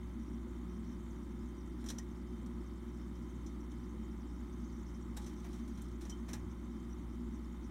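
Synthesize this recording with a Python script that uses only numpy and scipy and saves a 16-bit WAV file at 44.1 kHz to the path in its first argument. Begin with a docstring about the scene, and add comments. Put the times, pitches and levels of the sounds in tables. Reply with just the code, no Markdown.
"""Throughout, a turtle tank's filter pump hums at mains harmonics, its impeller rattles faintly, water churns
in the housing, and the outflow hisses and fizzes with tiny bubbles. Near 2 s something small, probably the
turtle, clicks and scrapes on the plastic deck; bubbles ring. Stray ticks and bubbles follow, then a longer bout
of clicks and scrapes from 5.2 s. Near 6.3 s one soft thud of the tank wall follows, and a last bubble rings
near 6.9 s."""
import sys
import numpy as np
from scipy import signal
from scipy.fft import rfft, irfft
from scipy.io import wavfile
from scipy.ndimage import uniform_filter1d

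SR = 44100
rng = np.random.default_rng(int(sys.argv[2]) if len(sys.argv) > 2 else 0)


def persist_wave(psi):
    """Save psi, clipped to +-1, as 16-bit WAV."""
    counts = np.round(np.clip(psi, -1, 1) * 32767).astype(np.int16)
    wavfile.write(sys.argv[1], SR, np.atleast_2d(counts).T)


N = 339570
TIME_S = np.arange(N) / SR
FREQ_HZ = np.maximum(np.arange(N // 2 + 1) * SR / N, 1)
MAINS_HZ = 60.007

# noise spectra: (frequency [Hz], relative density [dB])
RUMBLE_SPECTRUM = [(12, -9.5), (30, -23), (48, 1), (85, -6), (147, -10.5), (250, -5.5), (340, -11.5),
                   (430, -26), (600, -54)]
OUTFLOW_SPECTRUM = [(200, -8), (520, -2.5), (720, -3), (1000, 3), (1280, 2.5), (1500, -3.5), (2150, -9),
                    (2700, -15), (3400, -12.5), (4900, -28), (5800, -22), (9200, -18.5), (10400, -23.5),
                    (15800, -26)]
CRACK_SPECTRUM = [(1200, -8.5), (2600, -12), (3300, 3), (4200, 2), (4800, -7), (5500, 4), (7300, -4.5),
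                  (9200, -2), (10500, -12), (12500, -13), (15800, -24)]
BODY_SPECTRUM = [(200, -3), (500, -3.5), (830, -4), (1300, -8), (1780, -6), (2300, -9.5), (3200, -17.5),
                 (5000, -26)]
EDGE_SPECTRUM = [(5000, -34), (7500, 1.5), (9000, -4), (11000, -11.5), (12800, -8), (15800, -24)]
# resonances: (frequency [Hz], width per stage [Hz], relative gain [dB])
TANK_RESONANCES = [(102.5, 21, 0.5), (126, 7.2, 2), (153, 19, -6), (190, 27, 0), (275.3, 32, -1),
                   (296.5, 46, -1), (333.9, 26, 3), (350.2, 21, -2), (375, 29.4, -9)]
DRONE_RESONANCES = [(220.4, 22, 0), (236.4, 21.6, 0)]
WALL_RESONANCES = [(67.4, 33, 0), (102, 40, 0)]
DECK_RESONANCES = [(3110, 45, -26.5), (5240, 210, -26.5), (5900, 510, -20), (7100, 580, -29.5)]
WHISTLE_RESONANCES = [(3118, 26, 0), (3262, 36, -8), (3590, 70, -5), (3815, 60, -8), (3925, 30, -11),
                      (4135, 90, -13), (4460, 140, -12)]
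IMPELLER_RESONANCES = [(2058, 255, 1.5), (3068, 130, -3.5), (3643, 146, -5)]
# outflow fizz: (time [s], level [dB])
FIZZ_LEVELS = [(0, -79.5), (1.05, -74), (2.0, -77.5), (3.4, -74), (3.7, -78.5), (4.6, -73.5), (6.7, -76.5),
               (7.7, -75)]
# swell strength: (time [s], drone boost at a crest [dB])
DRONE_SWELLS = [(0, 8), (1.4, 5.5), (2.5, 7), (3.0, 1.5), (3.5, 4), (4.1, 6), (5.1, 3), (5.7, 7.5),
                (6.25, 4.5), (6.8, 7), (7.7, 8.5)]
# drags on the deck: (start [s], length [s], level [dB])
DECK_SCRAPES = [(1.784, 0.2, -73), (5.164, 0.23, -67.5), (5.38, .24, -69), (5.702, 0.25, -73.5),
                (5.99, .18, -74)]
# single bubbles: (time [s], peak [dB], frequency [Hz], t60 [s])
RINGING_BUBBLES = [(.455, -58, 498, 0.15), (1.916, -55.5, 1860, 0.056), (1.932, -59, 526, 0.087),
                   (1.994, -57, 1880, 0.081), (2.41, -61.5, 490, .18), (3.925, -59.5, 482, 0.19),
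                   (5.022, -64, 5720, .04), (5.168, -56.5, 830, 0.22), (5.171, -57, 3790, 0.07),
                   (5.442, -58, 692, 0.18), (5.448, -59, 1010, .11), (6.113, -54.5, 3090, 0.12),
                   (6.333, -50.5, 1690, 0.065), (6.338, -56, 838, 0.14), (6.929, -60, 5770, 0.032)]
# deck clicks: (time [s], crack level [dB], body, ring, edge [dB re crack], rise [s], t60 [s])
DECK_CLICKS = [(1.84, -65, 4, -12, -2, .002, 0.066), (1.862, -57.5, -2.5, 3, -3, 0.0016, 0.04),
               (1.875, -63, -4, -1, -15, 0.0018, 0.058), (1.886, -47.5, -16, -2, -25, 0.0023, 0.089),
               (1.9, -46.5, -7, -1.5, -14, 0.0035, 0.048), (1.983, -55.5, -1.5, 11, -1, 0.0025, 0.034),
               (2.461, -66.5, -4, -6, -3, 0.0018, .05), (3.462, -64, -12, 6, -16, 0.0016, 0.082),
               (3.715, -68, 0, -4, -15, 0.0025, 0.078), (5.164, -53.5, -1.5, -23, -0.5, 0.0082, 0.069),
               (5.26, -64.5, 4.5, 4, -2, 0.0058, 0.13), (5.44, -69, 11.5, 2, -13, 0.0096, 0.092),
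               (5.525, -67, 1.5, -3, -6, .008, 0.29), (5.676, -64.5, -3, -10, -5, .003, 0.086),
               (5.774, -67, 3, -6, -15, .003, 0.098), (5.818, -71, -10, -13, 15.5, 0.00078, 0.038),
               (6.008, -62, -2, -10, -5, 0.0039, 0.19), (6.051, -63.5, 2, 1, -12, 0.0018, 0.07),
               (6.0963, -61, -5, 12, 2, 0.0009, 0.089), (6.279, -59, 3.5, -3, -23, 0.013, 0.13),
               (6.331, -49, -3.5, -1, -5, 0.0025, 0.072)]
# impeller contacts per two turns: (position [turns], relative strength [dB])
IMPELLER_CONTACTS = [(.77, 0), (1.77, -1), (1.96, 0)]
# motor hum: (mains multiple, rms level [dB])
HUM_HARMONICS = [(1, -46.5), (2, -63.5), (3, -55.5), (4, -60), (5, -64), (6, -60.5), (8, -79), (9, -78.5),
                 (10, -83.5), (11, -84), (13, -81), (14, -78), (15, -80), (16, -90), (17, -76.5), (19, -88),
                 (21, -78.5), (52, -83.5)]


def from_db(db):
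    """Decibels to gain."""
    return 10 ** (np.asarray(db) / 20)


def unit_rms(x):
    """Scale to rms 1."""
    return x / np.sqrt(np.mean(x ** 2) + 1e-20)


def gain_curve(rows):
    """Gain over time from (time [s], level [dB])."""
    return from_db(np.interp(TIME_S, *np.transpose(rows)))


def shaped_noise(gain):
    """Noise of rms 1, weighted per frequency."""
    return unit_rms(irfft(rfft(rng.standard_normal(N)) * gain, N))


def coloured_noise(spectrum):
    """Noise from (frequency [Hz], relative density [dB])."""
    hz, db = np.transpose(spectrum)
    return shaped_noise(from_db(np.interp(np.log(FREQ_HZ), np.log(hz), db)))


def drift(corner_hz):
    """Low-passed noise, rms 1."""
    return shaped_noise(1 / (1 + (FREQ_HZ / corner_hz) ** 2))


def resonance(hz, width_hz):
    """One band-pass stage, peak gain 1."""
    return 1 / (1 + 1j * (FREQ_HZ ** 2 - hz ** 2) / (FREQ_HZ * width_hz))


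def modal_noise(modes):
    """Noise through two-stage resonances."""
    power = sum(from_db(db) ** 2 * abs(resonance(hz, width_hz)) ** 4 for hz, width_hz, db in modes)
    return shaped_noise(np.sqrt(power))


def evened(x, window_s):
    """Hold the running rms near 1."""
    return x / np.sqrt(uniform_filter1d(x ** 2, int(window_s * SR)) + 1e-9)


def envelope(start_s, rise_s, t60_s):
    """Linear rise, exponential decay."""
    age_s = np.maximum(TIME_S - start_s, 0)
    decay = np.log(1000) * np.maximum(age_s - rise_s, 0) / t60_s
    return np.minimum(age_s / rise_s, 1) * np.exp(-np.minimum(decay, 40))


def rumble(level_db):
    """Steady low background."""
    return from_db(level_db) * coloured_noise(RUMBLE_SPECTRUM)


def outflow(level_db, flicker_db):
    """The outflow hisses; its level flickers."""
    return from_db(level_db) * coloured_noise(OUTFLOW_SPECTRUM) * from_db(flicker_db * drift(26))


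def fizz(bursts_per_s, centre_hz, log_spread, stage_q, size_db, cloud_db, cloud_hz, bands=9):
    """Tiny bubbles burst in clouds; those of one cloud are alike in size and ring near one pitch."""
    spectrum = 0
    for hz in centre_hz * np.exp(log_spread * np.linspace(-1, 1, bands)):
        sizes = from_db(size_db * np.minimum(rng.exponential(1, N), 4))
        signs = rng.choice([-1, 1], N)
        cloud = from_db(cloud_db * np.minimum(drift(cloud_hz), 2))
        bursts = rng.random(N) < bursts_per_s / bands / SR
        spectrum += rfft(bursts * sizes * signs * cloud) * resonance(hz, hz / stage_q) ** 2
    return gain_curve(FIZZ_LEVELS) * unit_rms(irfft(spectrum * resonance(5920, 1200), N))


def flow(drone_db, churn_db, swell_period_s, crest_s):
    """Flow stirs housing and tank resonances; the low drone swells and eases about twice a second."""
    crest = (1 + np.cos(2 * np.pi * (TIME_S - crest_s) / swell_period_s)) / 2
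    swell = gain_curve(DRONE_SWELLS) ** crest
    drone = from_db(drone_db) * swell * evened(modal_noise(DRONE_RESONANCES), 0.17)
    churn = from_db(churn_db) * evened(modal_noise(TANK_RESONANCES), 0.17)
    return drone + churn


def thud(start_s, level_db, rise_s, t60_s):
    """One soft push rings the tank wall's low modes."""
    wall = evened(modal_noise(WALL_RESONANCES), 0.1)
    return from_db(level_db) * envelope(start_s, rise_s, t60_s) * wall


def scrapes(fade_s, ease_db, rough_db):
    """Each drag on the deck grips, eases off as it slides and lets go."""
    grip = np.zeros(N)
    for start_s, length_s, db in DECK_SCRAPES:
        age_s = TIME_S - start_s
        held = np.clip(np.minimum(age_s, length_s - age_s) / fade_s, 0, 1)
        grip += held * from_db(db - ease_db * np.clip(age_s / length_s, 0, 1))
    return grip * coloured_noise(CRACK_SPECTRUM) * from_db(rough_db * drift(60))


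def bubbles(glide, flutter):
    """A bubble rings, rising in pitch as it nears the surface; moving water makes it flutter."""
    rings = np.zeros(N)
    for start_s, db, hz, t60_s in RINGING_BUBBLES:
        age_s = TIME_S - start_s
        phase = 2 * np.pi * hz * age_s * (1 + glide * age_s / t60_s)
        rings += from_db(db) * envelope(start_s, t60_s / 10, t60_s) * np.sin(phase)
    return rings * (1 + flutter * drift(110)) / np.sqrt(1 + flutter ** 2)


def clicks(body_t60_ratio, room_db, room_t60_s):
    """Each deck contact: a crack, a bright edge, a deck ring, a slower low body, a short room tail."""
    crack_power, body_power, ring_power, edge_power = np.zeros((4, N))
    for start_s, db, body_db, ring_db, edge_db, rise_s, t60_s in DECK_CLICKS:
        tail = from_db(room_db) * envelope(start_s, rise_s, room_t60_s)
        blow = from_db(db) * (envelope(start_s, rise_s, t60_s) + tail)
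        slow_blow = from_db(db) * (envelope(start_s, rise_s, t60_s * body_t60_ratio) + tail)
        crack_power += blow ** 2
        ring_power += (from_db(ring_db) * blow) ** 2
        edge_power += (from_db(edge_db) * blow) ** 2
        body_power += (from_db(body_db) * slow_blow) ** 2
    ring = np.sqrt(ring_power) * evened(modal_noise(DECK_RESONANCES), 0.0078)
    crack = np.sqrt(crack_power) * coloured_noise(CRACK_SPECTRUM)
    edge = np.sqrt(edge_power) * coloured_noise(EDGE_SPECTRUM)
    body = np.sqrt(body_power) * coloured_noise(BODY_SPECTRUM)
    return crack + edge + ring + body


def whistle(level_db):
    """Turbulence rings thin, high resonances in the pump."""
    return from_db(level_db) * modal_noise(WHISTLE_RESONANCES)


def rattle(level_db, uneven_db, jitter_s):
    """The impeller knocks once a turn and bounces every second turn."""
    knocks = np.zeros(N)
    even_turns = np.arange(0, N / SR * MAINS_HZ, 2)
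    for turn, db in IMPELLER_CONTACTS:
        timing, force = rng.standard_normal((len(even_turns), 2)).T
        knock_s = (even_turns + turn) / MAINS_HZ + jitter_s * timing
        knocks[np.round(knock_s * SR).astype(int) % N] += from_db(db + uneven_db * force)
    housing = sum(from_db(db) * resonance(hz, width_hz) ** 2 for hz, width_hz, db in IMPELLER_RESONANCES)
    return from_db(level_db) * unit_rms(irfft(rfft(knocks) * housing, N))


def hum(fundamental_waver_db, upper_waver_db):
    """The motor vibrates at mains multiples; the upper ones waver more with the load."""
    phases = rng.uniform(0, 2 * np.pi, len(HUM_HARMONICS))
    tones = np.zeros(N)
    for (multiple, db), phase in zip(HUM_HARMONICS, phases):
        waver_db = (upper_waver_db if multiple > 1 else fundamental_waver_db) * drift(1.4)
        tone = np.sqrt(2) * np.sin(2 * np.pi * multiple * MAINS_HZ * TIME_S + phase)
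        tones += from_db(db + waver_db) * tone
    return tones


def scene():
    """Pump, water and small contacts from just above the tank; mono."""
    pump = hum(fundamental_waver_db=0.43, upper_waver_db=1.25)
    pump += rattle(level_db=-74.3, uneven_db=1.0, jitter_s=2e-5)
    pump += whistle(level_db=-80)
    background = rumble(level_db=-55)
    water = outflow(level_db=-64.5, flicker_db=0.5)
    water += fizz(bursts_per_s=11000, centre_hz=6320, log_spread=0.382, stage_q=8.3,
                  size_db=2.5, cloud_db=6, cloud_hz=24)
    contacts = clicks(body_t60_ratio=2.9, room_db=-17.5, room_t60_s=0.19)
    contacts += scrapes(fade_s=0.02, ease_db=5, rough_db=3.5)
    contacts += thud(start_s=6.29, level_db=-46, rise_s=0.17, t60_s=0.4)
    water += flow(drone_db=-54, churn_db=-54, swell_period_s=0.54, crest_s=0.28)
    water += bubbles(glide=0.016, flutter=0.38)
    return (background + water + contacts + pump)[None]


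def record(dry):
    """Steep elliptic low-pass."""
    cutoff_hz = 15800
    return signal.sosfilt(signal.ellip(12, 0.1, 70, cutoff_hz, fs=SR, output="sos"), dry)


dry = scene()
out = record(dry)
persist_wave(out)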